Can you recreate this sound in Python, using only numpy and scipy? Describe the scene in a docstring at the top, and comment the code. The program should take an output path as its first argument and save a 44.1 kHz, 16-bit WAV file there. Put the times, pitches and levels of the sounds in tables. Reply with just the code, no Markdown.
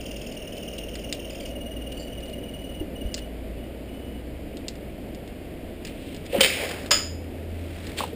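"""A bicycle lock ticks, knocks and clanks against a steel rack in a slatted shelter, close to a small camera.
Key and lock ticks are short noise snaps with ringing parts; the steel blows are cracks, ringing tones and a wash.
The cable slides as gritty noise of sinking pitch, and chattering blows of the lock's steel end ring the rack.
A small bird trills in gliding whistles over distant traffic made of shaped noise and two engine drones.
The camera's coarse sampling adds a glassy top."""
import sys
import numpy as np
from scipy import signal
from scipy.fft import irfft
from scipy.io import wavfile
from scipy.ndimage import uniform_filter1d

SR = 44100
rng = np.random.default_rng(int(sys.argv[2]) if len(sys.argv) > 2 else 0)


def waveform_to_disk(signal):
    """Save audio, clipped to [-1, 1], as 16-bit WAV at the path in sys.argv[1]."""
    frames = np.transpose(np.atleast_2d(signal))
    scaled = np.clip(frames, -1, 1) * 32767
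    samples = np.round(scaled).astype(np.int16)
    wavfile.write(sys.argv[1], SR, samples)


N = 359415

# Levels in dB; some functions add a gain of their own, while rubs and engine use them as they stand.

# distant traffic roar, as a noise spectrum: [f/Hz, level/dB]
ROAR_SPECTRUM = [(20, -10), (29, 3.5), (42, -2.5), (100, -3), (150, -5), (260, 1), (400, -5), (620, -10),
                 (720, -12.5), (830, -20), (1100, -28.5), (2000, -44)]
# tyre noise, as a noise spectrum: [f/Hz, level/dB]
TYRE_SPECTRUM = [(330, -25), (480, -1), (580, 1.0), (680, -2), (800, -39), (1200, -60)]
# airy hiss, as a noise spectrum: [f/Hz, level/dB]
HISS_SPECTRUM = [(500, -20), (1200, -4.5), (2200, 3), (3000, 0.5), (4000, -8.5), (5000, -9), (5900, -24)]
# a far engine picks up a little, then eases off and fades: [t/s, firing f/Hz, level/dB]
ENGINE_COURSE = [(0, 54, -45), (2.001, 57, -39), (3.2, 56, -40.5), (3.9, 60, -40), (5.1, 60, -43.5),
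                 (6.0, 55, -54)]
# runs of the bird's trill: [first note t/s, last note t/s, level/dB, pitch where the notes land f/Hz]
TRILL_RUNS = [(.003, .313, -36.5, 2480), (.365, 1.243, -37, 2620), (1.295, 1.45, -37.5, 2460),
              (1.502, 2.226, -38.5, 2815), (2.277, 2.794, -38.5, 2880), (2.956, 3.215, -39.5, 2885),
              (3.581, 3.633, -47.5, 2920), (3.887, 4.145, -45.5, 2950)]
# the clearest contacts of key and lock: [t/s, level/dB, centre f/Hz]
KEY_TICKS = [(0.567, -40, 3080), (0.7834, -37.5, 3040), (0.954, -32.5, 2550), (1.1261, -22.5, 3460),
             (1.92, -39, 2860), (3.142, -22, 4940), (3.1786, -35.5, 2630), (3.189, -36, 2920),
             (4.57, -38.5, 3620), (4.6827, -26.5, 4330), (4.7546, -43.5, 2240), (5.1475, -42, 3030),
             (5.2765, -44, 2930), (5.85, -30.5, 2930), (5.8705, -36, 3080), (6.6907, -31, 2600),
             (6.7116, -30, 2150), (6.861, -35, 2390), (7.868, -33.5, 2330)]
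# spells of fiddling that scatter fainter ticks: [start t/s, end t/s, level/dB]
FIDDLING_SPELLS = [(2.18, 2.36, -44), (6.113, 6.31, -40)]
# ringing of the lock's small parts: [f/Hz, level/dB, time to fall 60 dB t60/s]
LOCK_PART_MODES = [(2030, -9, 0.034), (2753, 2, 0.015), (3643, -1, 0.033), (4230, -0.5, 0.028),
                   (4910, 2.5, 0.022), (5250, 0, 0.017)]
# sleeve and cable rubbing, and a brief squeak of the key at 2.005 s: [t/s, rise/s, t60/s, centre f/Hz,
# width/Hz, level/dB]
RUB_STROKES = [(2.005, 0.024, 0.28, 4600, 450, -46), (5.87, 0.013, 0.27, 2600, 2000, -42.5),
               (6.1, 0.2, 1, 2770, 1910, -48.5), (6.34, 0.023, 0.84, 2700, 1650, -34.5),
               (6.402, 0.013, 0.055, 1670, 1270, -27.5), (6.63, 0.053, 1, 526, 340, -31.5),
               (7.88, 0.26, 1, 2240, 2980, -44.5), (7.982, 0.0079, 0.29, 3000, 2330, -26.5),
               (7.89, 0.03, .3, 180, 200, -32.5), (8.01, 0.022, 0.27, 437, 600, -29)]
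# dull knocks on tyre, frame and camera: [t/s, f/Hz, t60/s, level/dB]
DULL_KNOCKS = [(2.805, 60, 0.082, -22), (2.811, 309, 0.1, -21.5), (3.018, 238, 0.074, -24),
               (3.051, 50, 0.11, -20), (6.331, 486, 0.089, -20.5), (6.344, 561, 0.22, -18.5),
               (6.36, 346, 0.17, -22), (6.384, 224, 0.08, -18), (6.408, 527, 0.19, -20.5),
               (6.912, 581, 0.15, -21.5), (8.005, 1110, 0.023, -18), (8.037, 920, 0.02, -18.5),
               (8.129, 456, 0.04, -24)]
# the lock body hits the rack and bounces: [t/s, level/dB]
BODY_HITS = [(6.4072, -1), (6.4095, 1.5), (6.4122, -12), (6.4155, -13), (6.433, -6), (6.438, -7),
             (6.446, -3.5), (6.46, -10)]
# ringing of lock against rack: [f/Hz, level/dB, t60/s]
RACK_MODES = [(1599, -16, 0.96), (2016, -3, .32), (2145, -14.5, 0.58), (2233, 8.5, 0.45), (2520, 0, 0.28),
              (2610, -2, 0.35), (2720, -14, .5), (2894, -2, 0.13), (3094, 21, 0.053), (3280, 7, 0.13),
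              (3290, -13, 0.55), (3730, 12, 0.13), (3710, 13, 0.11), (4124, -12, 0.98), (4370, -8, .16),
              (4580, -33, .2), (4760, 3.5, 0.22), (5000, -5, 0.21), (5160, -10, 0.74)]
# dense ring of the body's blows, as a noise spectrum: [f/Hz, level/dB]
RACK_SPECTRUM = [(100, -18), (500, 4), (1000, -11), (1600, -2.5), (2200, 7.5), (3300, 3.5), (4300, -3),
                 (5100, 3), (5900, -12.5)]
# the lock's steel end chatters on a hoop: [t/s, level/dB]
END_HITS = [(6.9087, -1), (6.911, 0.5), (6.914, 4.5), (6.9163, 2), (6.921, -19)]
# ringing of the steel end: [f/Hz, level/dB, t60/s]
END_MODES = [(1292, -4, .25), (1653, -6, .26), (2148, -10, .33), (2622, -12, .42), (2702, -8, .42),
             (3033, 2, .18), (3445, -4, .19), (3623, 0, .18), (4140, -17, .3), (4834, -3, .19),
             (5010, 5, .44), (5109, -4, .3), (5572, -16, .25)]
# dense ring of the steel end's blows, as a noise spectrum: [f/Hz, level/dB]
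END_SPECTRUM = [(100, -22), (700, -12), (1300, -3.5), (2200, -3), (3200, 1), (4200, -11), (5100, 8),
                (5900, -14.5)]

VAN_FIRING_HZ = 82.1
# the lower a note lands under the bird's clear pitch, the further it drops and the stronger its octave
NOTE_PERIOD_S, CLEAR_HZ, DROP_PER_HZ = .05168, 2925, 1.4
OCTAVE_SHARE, OCTAVE_SHARE_PER_HZ = 0.16, 0.0014
FIDDLE_PER_S, FIDDLE_HZ, FIDDLE_SCATTER_DB = 21, 2900, 1
# the cable slides down the hoop: it bites, runs, then slows; its pitch sinks all the way
SLIDE_START_S, SLIDE_END_S, SLIDE_ATTACK_S, SLIDE_HOLD_S = 6.44, 6.89, 0.043, 0.17
SLIDE_DB, SLIDE_FADE_DB_PER_S, SLIDE_HZ, SLIDE_SAG_HZ_PER_S = -31, 53, 2710, 2400
TOP_HZ = 15350  # the camera passes little above this


def amp(db):
    """Turn decibels into gain."""
    return 10 ** (np.asarray(db) / 20)


def unit(x):
    """Scale a sound to rms 1."""
    return x / np.sqrt(np.mean(x ** 2))


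def add(out, s, sound):
    """Mix a sound in at time s, cutting off what runs past the end."""
    i = max(int(s * SR), 0)
    out[i:i + len(sound)] += sound[:max(N - i, 0)]


def fade(t, t60):
    """Die away smoothly, 60 dB down after t60 seconds."""
    return np.exp(-np.log(1000) * t / t60)


def noise(points, size):
    """Make noise of rms 1 whose spectrum follows (Hz, dB) points, with random phases."""
    hz, db = np.transpose(points)
    f = np.fft.rfftfreq(size, 1 / SR) + 1  # the 1 keeps the logarithm finite
    level = amp(np.interp(np.log(f), np.log(hz), db))
    phase = 2 * np.pi * rng.random(len(f))
    return unit(irfft(level * np.exp(1j * phase), size))


def band(x, hz, width):
    """Pass a sound through a resonance twice, for steep sides."""
    b, a = signal.iirpeak(hz, hz / width, fs=SR)
    once = signal.lfilter(b, a, x)
    return signal.lfilter(b, a, once)


def walk(rate):
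    """Wander randomly around zero with rms 1, drawing about rate new values a second."""
    k = int(SR / rate)
    steps = np.repeat(rng.standard_normal(N // k + 1), k)
    smooth = uniform_filter1d(uniform_filter1d(steps, k), k)
    return unit(smooth[:N])


def ring(modes, t):
    """Sum the dying tones of a struck object; each contact starts them at new random phases."""
    hz, db, t60 = np.transpose(modes)[:, :, None]
    phase = rng.random(hz.shape)
    tones = np.sin(2 * np.pi * (hz * t + phase))
    return np.sum(amp(db) * fade(t, t60) * tones, axis=0)


def passing(nearest_s, pass_s, db):
    """Gain of a vehicle on a straight road: db when nearest, 3 dB less pass_s before and after."""
    return amp(db) / np.hypot(1, (np.arange(N) / SR - nearest_s) / pass_s)


def drone(hz, wander_hz, throb_db):
    """The firing tone of a far engine, a sine never quite steady in pitch or level."""
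    phase = 2 * np.pi * np.cumsum(hz + wander_hz * walk(8)) / SR
    return np.sqrt(2) * np.sin(phase) * amp(throb_db * walk(7.4))


def traffic(roar_db, tyres_db, hiss_db, flutter_db):
    """A dull roar, tyre noise that swells as a car passes, two engine drones and a thin hiss."""
    s, *columns = np.transpose(ENGINE_COURSE)
    engine_hz, engine_db = (np.interp(np.arange(N) / SR, s, c) for c in columns)
    roar = noise(ROAR_SPECTRUM, N) * amp(roar_db + flutter_db * walk(14))
    car = passing(nearest_s=1.33, pass_s=1.06, db=-42)
    tyres = noise(TYRE_SPECTRUM, N) * np.hypot(amp(tyres_db), car)
    engine = drone(engine_hz, wander_hz=1.97, throb_db=2.4) * amp(engine_db)
    van = drone(VAN_FIRING_HZ, wander_hz=0.74, throb_db=2.0)
    van *= passing(nearest_s=7.52, pass_s=0.42, db=-37)
    hiss = noise(HISS_SPECTRUM, N) * amp(hiss_db + 0.1 * walk(3.8))
    return roar + tyres + engine + van + hiss


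def bird(note_s, drop_s, rough, waver_hz, scatter_db, echo_s, echo_db, tail_db, tail_t60, gain_db):
    """Quick whistles drop onto their pitch, hoarser the further they drop; a wall and the yard echo them."""
    out = np.zeros(N)
    t = np.arange(int(note_s * SR)) / SR
    swell = np.sqrt(np.sin(np.pi * t / note_s))
    high = np.exp(-(t / drop_s) ** 2)  # 1 at the start of a note, falling as it lands
    for first, last, db, landing_hz in TRILL_RUNS:
        drop = DROP_PER_HZ * max(CLEAR_HZ - landing_hz, 0)
        octave = OCTAVE_SHARE + OCTAVE_SHARE_PER_HZ * drop
        count = round((last - first) / NOTE_PERIOD_S) + 1
        for s in first + NOTE_PERIOD_S * np.arange(count):
            tremor = unit(uniform_filter1d(rng.standard_normal(SR // 10), size=40))[:len(t)]
            base_hz = landing_hz + waver_hz * rng.standard_normal()
            hz = base_hz + drop * (high + rough * tremor)
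            phase = 2 * np.pi * np.cumsum(hz) / SR
            # the octave comes through as the note lands
            note = np.sin(phase) + octave * (1 - high) * np.sin(2 * phase)
            level = amp(db + gain_db + scatter_db * rng.standard_normal())
            add(out, s, level * swell * note)
    # the yard is a dying noise tail, the wall a single echo within it
    t = np.arange(SR // 2) / SR
    yard = rng.standard_normal(len(t)) * fade(t, tail_t60)
    yard *= amp(tail_db) / np.linalg.norm(yard)
    yard[int(echo_s * SR)] += amp(echo_db)
    return out + signal.fftconvolve(out, yard)[:N]


def fiddle():
    """Faint ticks at uneven intervals while the fingers work: rows of (s, dB, Hz)."""
    rows = []
    for start, end, db in FIDDLING_SPELLS:
        # one tick falls at random within each of up to eight equal slots
        for k, (late, strength) in enumerate(rng.random(size=(8, 2))):
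            s = start + (k + late) / FIDDLE_PER_S
            if s < end:
                rows.append((s, db + FIDDLE_SCATTER_DB * (2 * strength - 1), FIDDLE_HZ))
    return rows


def ticks(gain_db, ring_db, snap_t60, bounce_s, bounce_db, tail_db, tail_t60):
    """Each tick is a snap and a tiny rebound in the lock's parts, with a faint tail from the shelter."""
    out, t = np.zeros(N), np.arange(SR // 5) / SR
    decay = fade(t, snap_t60) + amp(tail_db) * fade(t, tail_t60)
    for s, db, hz in KEY_TICKS + fiddle():
        for lag, contact_db in ((0, 0), (bounce_s, bounce_db)):
            snap = unit(band(rng.standard_normal(len(t)), hz, 2850)) * decay
            contact = snap + amp(ring_db) * ring(LOCK_PART_MODES, t)
            add(out, s + lag, amp(db + contact_db + gain_db) * contact)
    return out


def rubs(grain_db):
    """Short strokes of uneven friction: gritty bands of noise that swell and die."""
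    out, t = np.zeros(N), np.arange(N) / SR
    for s, rise, t60, hz, width, db in RUB_STROKES:
        grit = rng.standard_normal(N) * amp(grain_db * walk(300))
        swell = np.exp(np.minimum(t - s, 0) / rise)
        stroke = swell * fade(np.maximum(t - s, 0), t60)
        out += amp(db) * stroke * unit(band(grit, hz, width))
    return out


def knocks(spread, soft_s, gain_db):
    """Soft blows: one dying tone with a weaker band of noise around it, and a softened start."""
    out, t = np.zeros(N), np.arange(SR // 3) / SR
    for s, hz, t60, db in DULL_KNOCKS:
        cluster = unit(band(rng.standard_normal(len(t)), hz, hz * spread))
        body = np.sin(2 * np.pi * hz * t) + 0.53 * cluster
        onset = 1 - np.exp(-t / soft_s)
        add(out, s, amp(db + gain_db) * body * fade(t, t60) * onset)
    return out


def blows(hits, modes, colour, ring_db, crack_db, crack_t60, wash_db, wash_t60):
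    """Steel on steel: a short crack, clear ringing tones, and a wash of dense modes and shelter echo."""
    out, t = np.zeros(N), np.arange(SR * 3 // 4) / SR
    decay = amp(crack_db) * fade(t, crack_t60) + amp(wash_db) * fade(t, wash_t60)
    for s, db in hits:
        dense = noise(colour, len(t)) * decay
        add(out, s, amp(db) * (dense + amp(ring_db) * ring(modes, t)))
    return out


def slide(grain_db, width_hz, ring_db, rasp_db):
    """The cable rasps along the steel: noise of sinking pitch, also heard through the rack's resonances."""
    t = np.arange(N) / SR
    age = np.clip(t, SLIDE_START_S, SLIDE_END_S) - SLIDE_START_S
    touching = np.minimum(age / SLIDE_ATTACK_S, 1) * (t < SLIDE_END_S)
    db = SLIDE_DB - SLIDE_FADE_DB_PER_S * np.maximum(age - SLIDE_HOLD_S, 0)
    hz = SLIDE_HZ - SLIDE_SAG_HZ_PER_S * age
    grip = amp(grain_db * walk(400))
    # slow noise times a gliding tone gives a band of noise around that pitch
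    lowpass = signal.butter(2, width_hz, fs=SR, output="sos")
    slip = unit(signal.sosfilt(lowpass, rng.standard_normal(N)))
    gliding = unit(slip * np.cos(2 * np.pi * np.cumsum(hz) / SR))
    rasp = grip * (gliding + amp(rasp_db) * noise(RACK_SPECTRUM, N))
    steel = sum(amp(mode_db) * band(rasp, f, 29) for f, mode_db, _ in RACK_MODES)
    return touching * amp(db) * (unit(rasp) + amp(ring_db) * unit(steel))


def scene():
    """The lock in front, bird and traffic behind."""
    outside = traffic(roar_db=-37.5, tyres_db=-51.5, hiss_db=-52.0, flutter_db=0.5)
    outside += bird(note_s=.016, drop_s=.0105, rough=.33, waver_hz=14, scatter_db=1,
                    echo_s=.029, echo_db=-8, tail_db=-2, tail_t60=.26, gain_db=.3)
    lock = ticks(gain_db=-1.5, ring_db=-5, snap_t60=0.015, bounce_s=0.0043, bounce_db=-6,
                 tail_db=-14.5, tail_t60=0.15)
    lock += rubs(grain_db=2.0)
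    lock += knocks(spread=0.42, soft_s=0.0011, gain_db=1)
    lock += blows(BODY_HITS, RACK_MODES, RACK_SPECTRUM, ring_db=-33, crack_db=-6, crack_t60=0.017,
                  wash_db=-24.0, wash_t60=0.5)
    lock += slide(grain_db=1.5, width_hz=470, ring_db=-11, rasp_db=1.5)
    lock += blows(END_HITS, END_MODES, END_SPECTRUM, ring_db=-29.5, crack_db=-14, crack_t60=0.019,
                  wash_db=-27, wash_t60=0.41)
    return (lock + outside)[None]


def record(dry):
    """The camera rounds peaks, samples at 12 kHz and holds each value, which mirrors the sound above 6 kHz."""
    rounded = .7 * np.tanh(dry / .7)
    coarse = signal.resample_poly(rounded, 40, 147, axis=1)  # 44.1 to 12 kHz
    steps = np.repeat(coarse, 4, axis=1)  # each value held four times, at 48 kHz
    held = signal.resample_poly(steps, 147, 160, axis=1)[:, :N]  # back to 44.1 kHz
    lowpass = signal.ellip(10, .2, 80, TOP_HZ, fs=SR, output="sos")
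    return signal.sosfilt(lowpass, held)


dry = scene()
out = record(dry)
waveform_to_disk(out)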